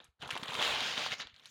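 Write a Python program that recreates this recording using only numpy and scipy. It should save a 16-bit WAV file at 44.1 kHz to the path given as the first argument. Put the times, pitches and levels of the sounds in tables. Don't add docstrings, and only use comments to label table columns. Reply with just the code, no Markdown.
import sys
import numpy as np
from scipy import signal
from scipy.fft import rfft, irfft
from scipy.io import wavfile

SR = 44100
rng = np.random.default_rng(int(sys.argv[2]) if len(sys.argv) > 2 else 0)


def store_pcm(level_fs):
    pcm = np.round(np.clip(level_fs, -1, 1) * 32767).astype(np.int16)
    wavfile.write(sys.argv[1], SR, np.atleast_2d(pcm).T)


N = 66150
FACET_ATTACK_S = 0.000067


def undb(db):
    return 10 ** (np.asarray(db) / 20)


def unit(x):
    return x / np.sqrt(np.mean(x ** 2))


def band(x, hz, kind="bandpass", order=3):
    edges = np.clip(hz, 10, .45 * SR)
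    return signal.sosfilt(signal.butter(order, edges, kind, fs=SR, output="sos"), x)


def colour(x, points):
    hz, db = np.array(points).T
    size = 2048
    f = np.maximum(np.fft.rfftfreq(size, 1 / SR), 1)
    gain = undb(np.interp(np.log(f), np.log(hz), db))
    cepstrum = irfft(np.log(gain))
    cepstrum[1:size // 2] *= 2
    cepstrum[size // 2 + 1:] = 0
    impulse = irfft(np.exp(rfft(cepstrum)))
    return signal.fftconvolve(x, impulse)[:N]


def add(out, s, sound):
    i = int(np.clip(s * SR, 0, N - 1))
    out[i:i + len(sound)] += sound[:N - i]


def ring(t, hz, decay_s):
    return np.sin(2 * np.pi * hz * t) * np.exp(-t / decay_s)


def hiss():
    return undb(-101) * unit(band(rng.standard_normal(N), 2000, "lowpass", order=1))


# (frequency [Hz], level [dB])
ROOM_TONE = [(60, -8.5), (200, -2), (1300, -0.5), (1750, 1), (2300, 0.5), (3250, -5.5), (4500, 3),
             (5300, -34), (6300, -6), (10500, -6), (15000, -5)]
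ROOM_DB, ROOM_T60_S, ROOM_GAP_S = -10.5, 0.23, 0.0035


def room(x):
    t = np.arange(N) / SR
    fade = np.exp(-np.log(1000) * t / ROOM_T60_S) * (t > ROOM_GAP_S)
    tail = colour(rng.standard_normal(N), ROOM_TONE) * fade
    echoes = tail / np.sqrt(2 * np.sum(tail ** 2))
    return undb(ROOM_DB) * signal.fftconvolve(x, echoes)[:N]


# (time [s], low-mid level [dB], mid level [dB], treble level [dB], top level [dB])
CRINKLE_LEVELS = [(0, -55, -51, -73, -88), (0.018, -69.5, -66.5, -88, -84), (0.07, -80, -69.5, -82, -103),
                  (0.13, -96, -117, -108, -107), (0.178, -100, -102, -110, -109),
                  (0.209, -66, -58.5, -73, -77), (0.23, -47, -47.5, -66, -71), (0.27, -51, -56.5, -62, -70),
                  (0.335, -53.5, -47.5, -65, -58), (0.36, -44.5, -46.5, -59, -68),
                  (0.406, -56.5, -56.5, -68, -65), (0.469, -53.5, -47, -77, -63),
                  (0.488, -48, -44.5, -60.5, -61.5), (0.563, -45, -44, -58.5, -57),
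                  (0.598, -36.5, -36, -57, -56), (0.625, -38.5, -32.5, -46.5, -52),
                  (0.7, -39, -34, -54.5, -52), (0.77, -41, -36.5, -51, -59.5), (0.88, -46, -38, -48, -58),
                  (0.967, -47, -40.5, -53, -63), (0.978, -40.5, -36.5, -50, -57.5),
                  (1.069, -48.5, -37.5, -48, -59), (1.095, -55, -47, -62, -65),
                  (1.132, -45, -32.5, -46, -56), (1.167, -69, -70.5, -64, -79),
                  (1.203, -49.5, -41.5, -47, -65), (1.25, -63, -57.5, -64, -89),
                  (1.32, -84.5, -66, -84, -91), (1.39, -77, -63.5, -92, -79), (1.429, -75.5, -64, -80, -80),
                  (1.47, -74, -59, -60, -75), (1.5, -84, -68, -76, -70)]


def level_curve(column):
    rows = np.array(CRINKLE_LEVELS)
    return np.interp(np.arange(N) / SR, rows[:, 0], rows[:, column])


# (time [s], level before BUMP_DB is added [dB], ring frequency [Hz])
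SOFT_BUMPS = [(.004, -60, 200), (.035, -71, 70), (.085, -59.5, 68), (0.198, -56, 89.5), (0.227, -42, 162),
              (0.247, -51, 110), (0.262, -47, 116), (.329, -42, 123), (0.395, -45.5, 177), (.426, -35, 216),
              (.489, -40.5, 159), (0.553, -46, 160), (0.577, -53, 110), (0.587, -43, 150), (0.699, -46, 80),
              (0.731, -52, 72.4), (0.761, -53, 109), (0.814, -47, 134), (0.975, -40, 207),
              (1.009, -65, 218), (1.111, -51, 103), (1.12, -44, 138), (1.204, -45, 207), (1.249, -55, 68),
              (1.329, -60.5, 74.5)]
BUMP_DB, BUMP_CYCLES, BUMP_ATTACK_S = 4, 0.72, 0.0014
FLEX_DB, FLEX_HZ, FLEX_FOLLOW = -57.5, (63, 237), 0.66


def handling():
    bumps, t = np.zeros(N), np.arange(SR // 10) / SR
    attack = 1 - np.exp(-t / BUMP_ATTACK_S)
    for s, db, hz in SOFT_BUMPS:
        add(bumps, s, undb(db + BUMP_DB) * ring(t, hz, BUMP_CYCLES / hz) * attack)
    effort_db = level_curve(2)
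    flex_db = FLEX_DB + FLEX_FOLLOW * (effort_db - effort_db.max())
    flutter = unit(band(rng.standard_normal(N), FLEX_HZ)) * undb(flex_db)
    return bumps + flutter


SCRAPE_DB, SCRAPE_S, SCRAPE_LENGTH_S = -46, .75, 0.057
SCRAPE_HZ, SCRAPE_RISE_HZ_PER_S, SCRAPE_WIDTH_HZ = 824, 1440, 54


def scrape():
    t = np.arange(N) / SR - SCRAPE_S
    phase = 2 * np.pi * (SCRAPE_HZ * t + SCRAPE_RISE_HZ_PER_S * t ** 2 / 2)
    grip = band(rng.standard_normal((2, N)), SCRAPE_WIDTH_HZ, "lowpass", order=2)
    rough_tone = unit(grip[0] * np.sin(phase) + grip[1] * np.cos(phase))
    swell = np.exp(-.5 * (t / SCRAPE_LENGTH_S) ** 2)
    return undb(SCRAPE_DB) * rough_tone * swell


# (frequency [Hz], level [dB])
SLIDE_TONE = [(200, -22), (800, -12), (1600, -9.5), (3200, -0.5), (4800, -9), (6900, -18), (8100, -25),
              (10300, -31), (13500, -44), (15200, -31), (16000, -37)]
SLIDE_S, SLIDE_RAMP_S, SLIDE_DB = (0.556, 1.157), 0.25, 1


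def sliding():
    t = np.arange(N) / SR
    inside_s = np.minimum(t - SLIDE_S[0], SLIDE_S[1] - t)
    contact = np.clip(inside_s / SLIDE_RAMP_S + .5, 0, 1)
    rustle = unit(colour(rng.standard_normal(N), SLIDE_TONE))
    return undb(SLIDE_DB) * contact * rustle, contact


# (time [s], facet peak level [dB], ring frequency [Hz], crack level beside it before CRACK_DB is added [dB])
BIG_SNAPS = [(0.0437, -50.5, 6410, 4.5), (0.141, -88, 3450, -8), (0.204, -55, 3600, -14),
             (0.2114, -50, 3650, -20), (0.22, -34, 3300, -15), (0.2244, -31, 3160, -17.5),
             (0.277, -33.5, 3530, -8), (0.292, -31.5, 1080, -27), (0.3059, -24.5, 3130, -11),
             (0.3097, -22.5, 2700, -17), (0.3123, -33, 1400, -20), (0.3239, -30, 2080, -24),
             (0.354, -31, 3320, -17), (0.3649, -25.5, 1016, -39), (0.3754, -27, 3130, -11),
             (0.414, -39, 1230, -20), (0.4325, -25, 3370, -23), (0.4354, -30, 1250, -11),
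             (.457, -35.5, 1060, -11), (.482, -33, 3640, -15), (.494, -39, 3550, -6), (.534, -31, 1140, -9),
             (0.5427, -27, 3800, -9.5), (.552, -24, 2700, -17), (0.6174, -23, 1060, -12),
             (.626, -19, 3160, -17), (0.6487, -25.5, 2920, -11), (0.7115, -24, 2870, -16),
             (.806, -21, 3600, -20), (0.957, -30, 3770, -27), (.978, -26, 3360, -15.5),
             (1.063, -26, 1010, -18), (1.2025, -27, 2060, -22), (1.2198, -29.5, 3850, -39),
             (1.271, -36, 3520, -46), (1.3426, -44, 3540, -20), (1.3632, -44, 3970, -33),
             (1.3861, -52, 3500, -16), (1.3965, -44.5, 3700, -31), (1.4573, -36.5, 3820, -9)]
CRACK_DB, CRACK_S, CRACK_HZ = -12, 0.0053, (5660, 10900)
SNAP_RING_S, SPLINTER_DB, SPLINTER_S = 0.00062, -14.5, 0.0047


def snaps():
    out, t = np.zeros(N), np.arange(SR // 20) / SR
    attack = 1 - np.exp(-t / FACET_ATTACK_S)
    for s, db, hz, crack_db in BIG_SNAPS:
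        noise = rng.standard_normal((2, len(t)))
        splinters = unit(band(noise[0], (800, 4500))) * np.exp(-t / SPLINTER_S)
        crack = unit(band(noise[1], CRACK_HZ)) * np.exp(-t / CRACK_S)
        facet = band(ring(t, hz, SNAP_RING_S), (hz / 2, 2 * hz), order=2)
        facet = facet / np.abs(facet).max()
        noisy_part = undb(SPLINTER_DB) * splinters + undb(crack_db + CRACK_DB) * crack
        add(out, s, undb(db) * (facet + attack * noisy_part))
    return out


CREASES_PER_S, CREASE_SPREAD_DB, MODE_SPREAD_DB = 2200, 3, 3.5
FACET_CYCLES, FACET_MAX_S = 4.74, 0.0032
SCATTER_S = .002


def creases():
    modes, length = 3, 400
    low_hz, high_hz = 200, 16500
    count = int(CREASES_PER_S * N / SR)
    chance = rng.random((count, 1 + 2 * modes, 1))
    size = np.clip(rng.standard_normal((count, 1 + 2 * modes, 1)), -2, 2)
    t, out = np.arange(length) / SR, np.zeros(N)
    attack = 1 - np.exp(-t / FACET_ATTACK_S)
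    for k in range(1, modes + 1):
        hz = (np.sqrt(low_hz) + chance[:, k] * (np.sqrt(high_hz) - np.sqrt(low_hz))) ** 2
        decay_s = np.minimum(FACET_CYCLES / hz, FACET_MAX_S)
        loudness = undb(CREASE_SPREAD_DB * size[:, 0] + MODE_SPREAD_DB * size[:, k])
        gain = loudness * np.sign(size[:, modes + k])
        balance = np.sqrt(np.sqrt(hz) / decay_s)
        grains = gain * balance * ring(t, hz, decay_s) * attack
        start = chance[:, 0] * N + chance[:, modes + k] * SCATTER_S * SR
        where = start.astype(int) + np.arange(length)
        out += np.bincount(where.ravel(), grains.ravel(), N)[:N]
    return out


# (frequency [Hz], level [dB])
FOIL_TONE = [(100, -6.5), (220, -6.5), (300, -11.5), (480, -4), (850, -5.5), (1600, -0.5), (2400, -1),
             (3200, 3.5), (3900, 1.5), (4700, -9), (7000, -15), (8000, -26.5), (10300, -29), (13500, -33.5),
             (14900, -31), (15800, -35)]
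BAND_EDGES_HZ = (190, 1210, 4370, 7320, 18000)


def crinkle():
    friction, contact = sliding()
    buckles = unit(colour(creases(), FOIL_TONE))
    swarm = (buckles + friction) / np.hypot(1, undb(SLIDE_DB) * contact)
    out = np.zeros(N)
    for k in range(len(BAND_EDGES_HZ) - 1):
        part = unit(band(swarm, BAND_EDGES_HZ[k:k + 2], order=5))
        out += part * undb(level_curve(k + 1))
    return out


def scene():
    direct = crinkle() + snaps() + scrape() + handling()
    return (direct + room(direct) + hiss())[None]


def record(dry):
    thin = band(dry, 52, "highpass", order=2)
    return signal.sosfilt(signal.ellip(10, .2, 70, 15900, fs=SR, output="sos"), thin)


dry = scene()
out = record(dry)
store_pcm(out)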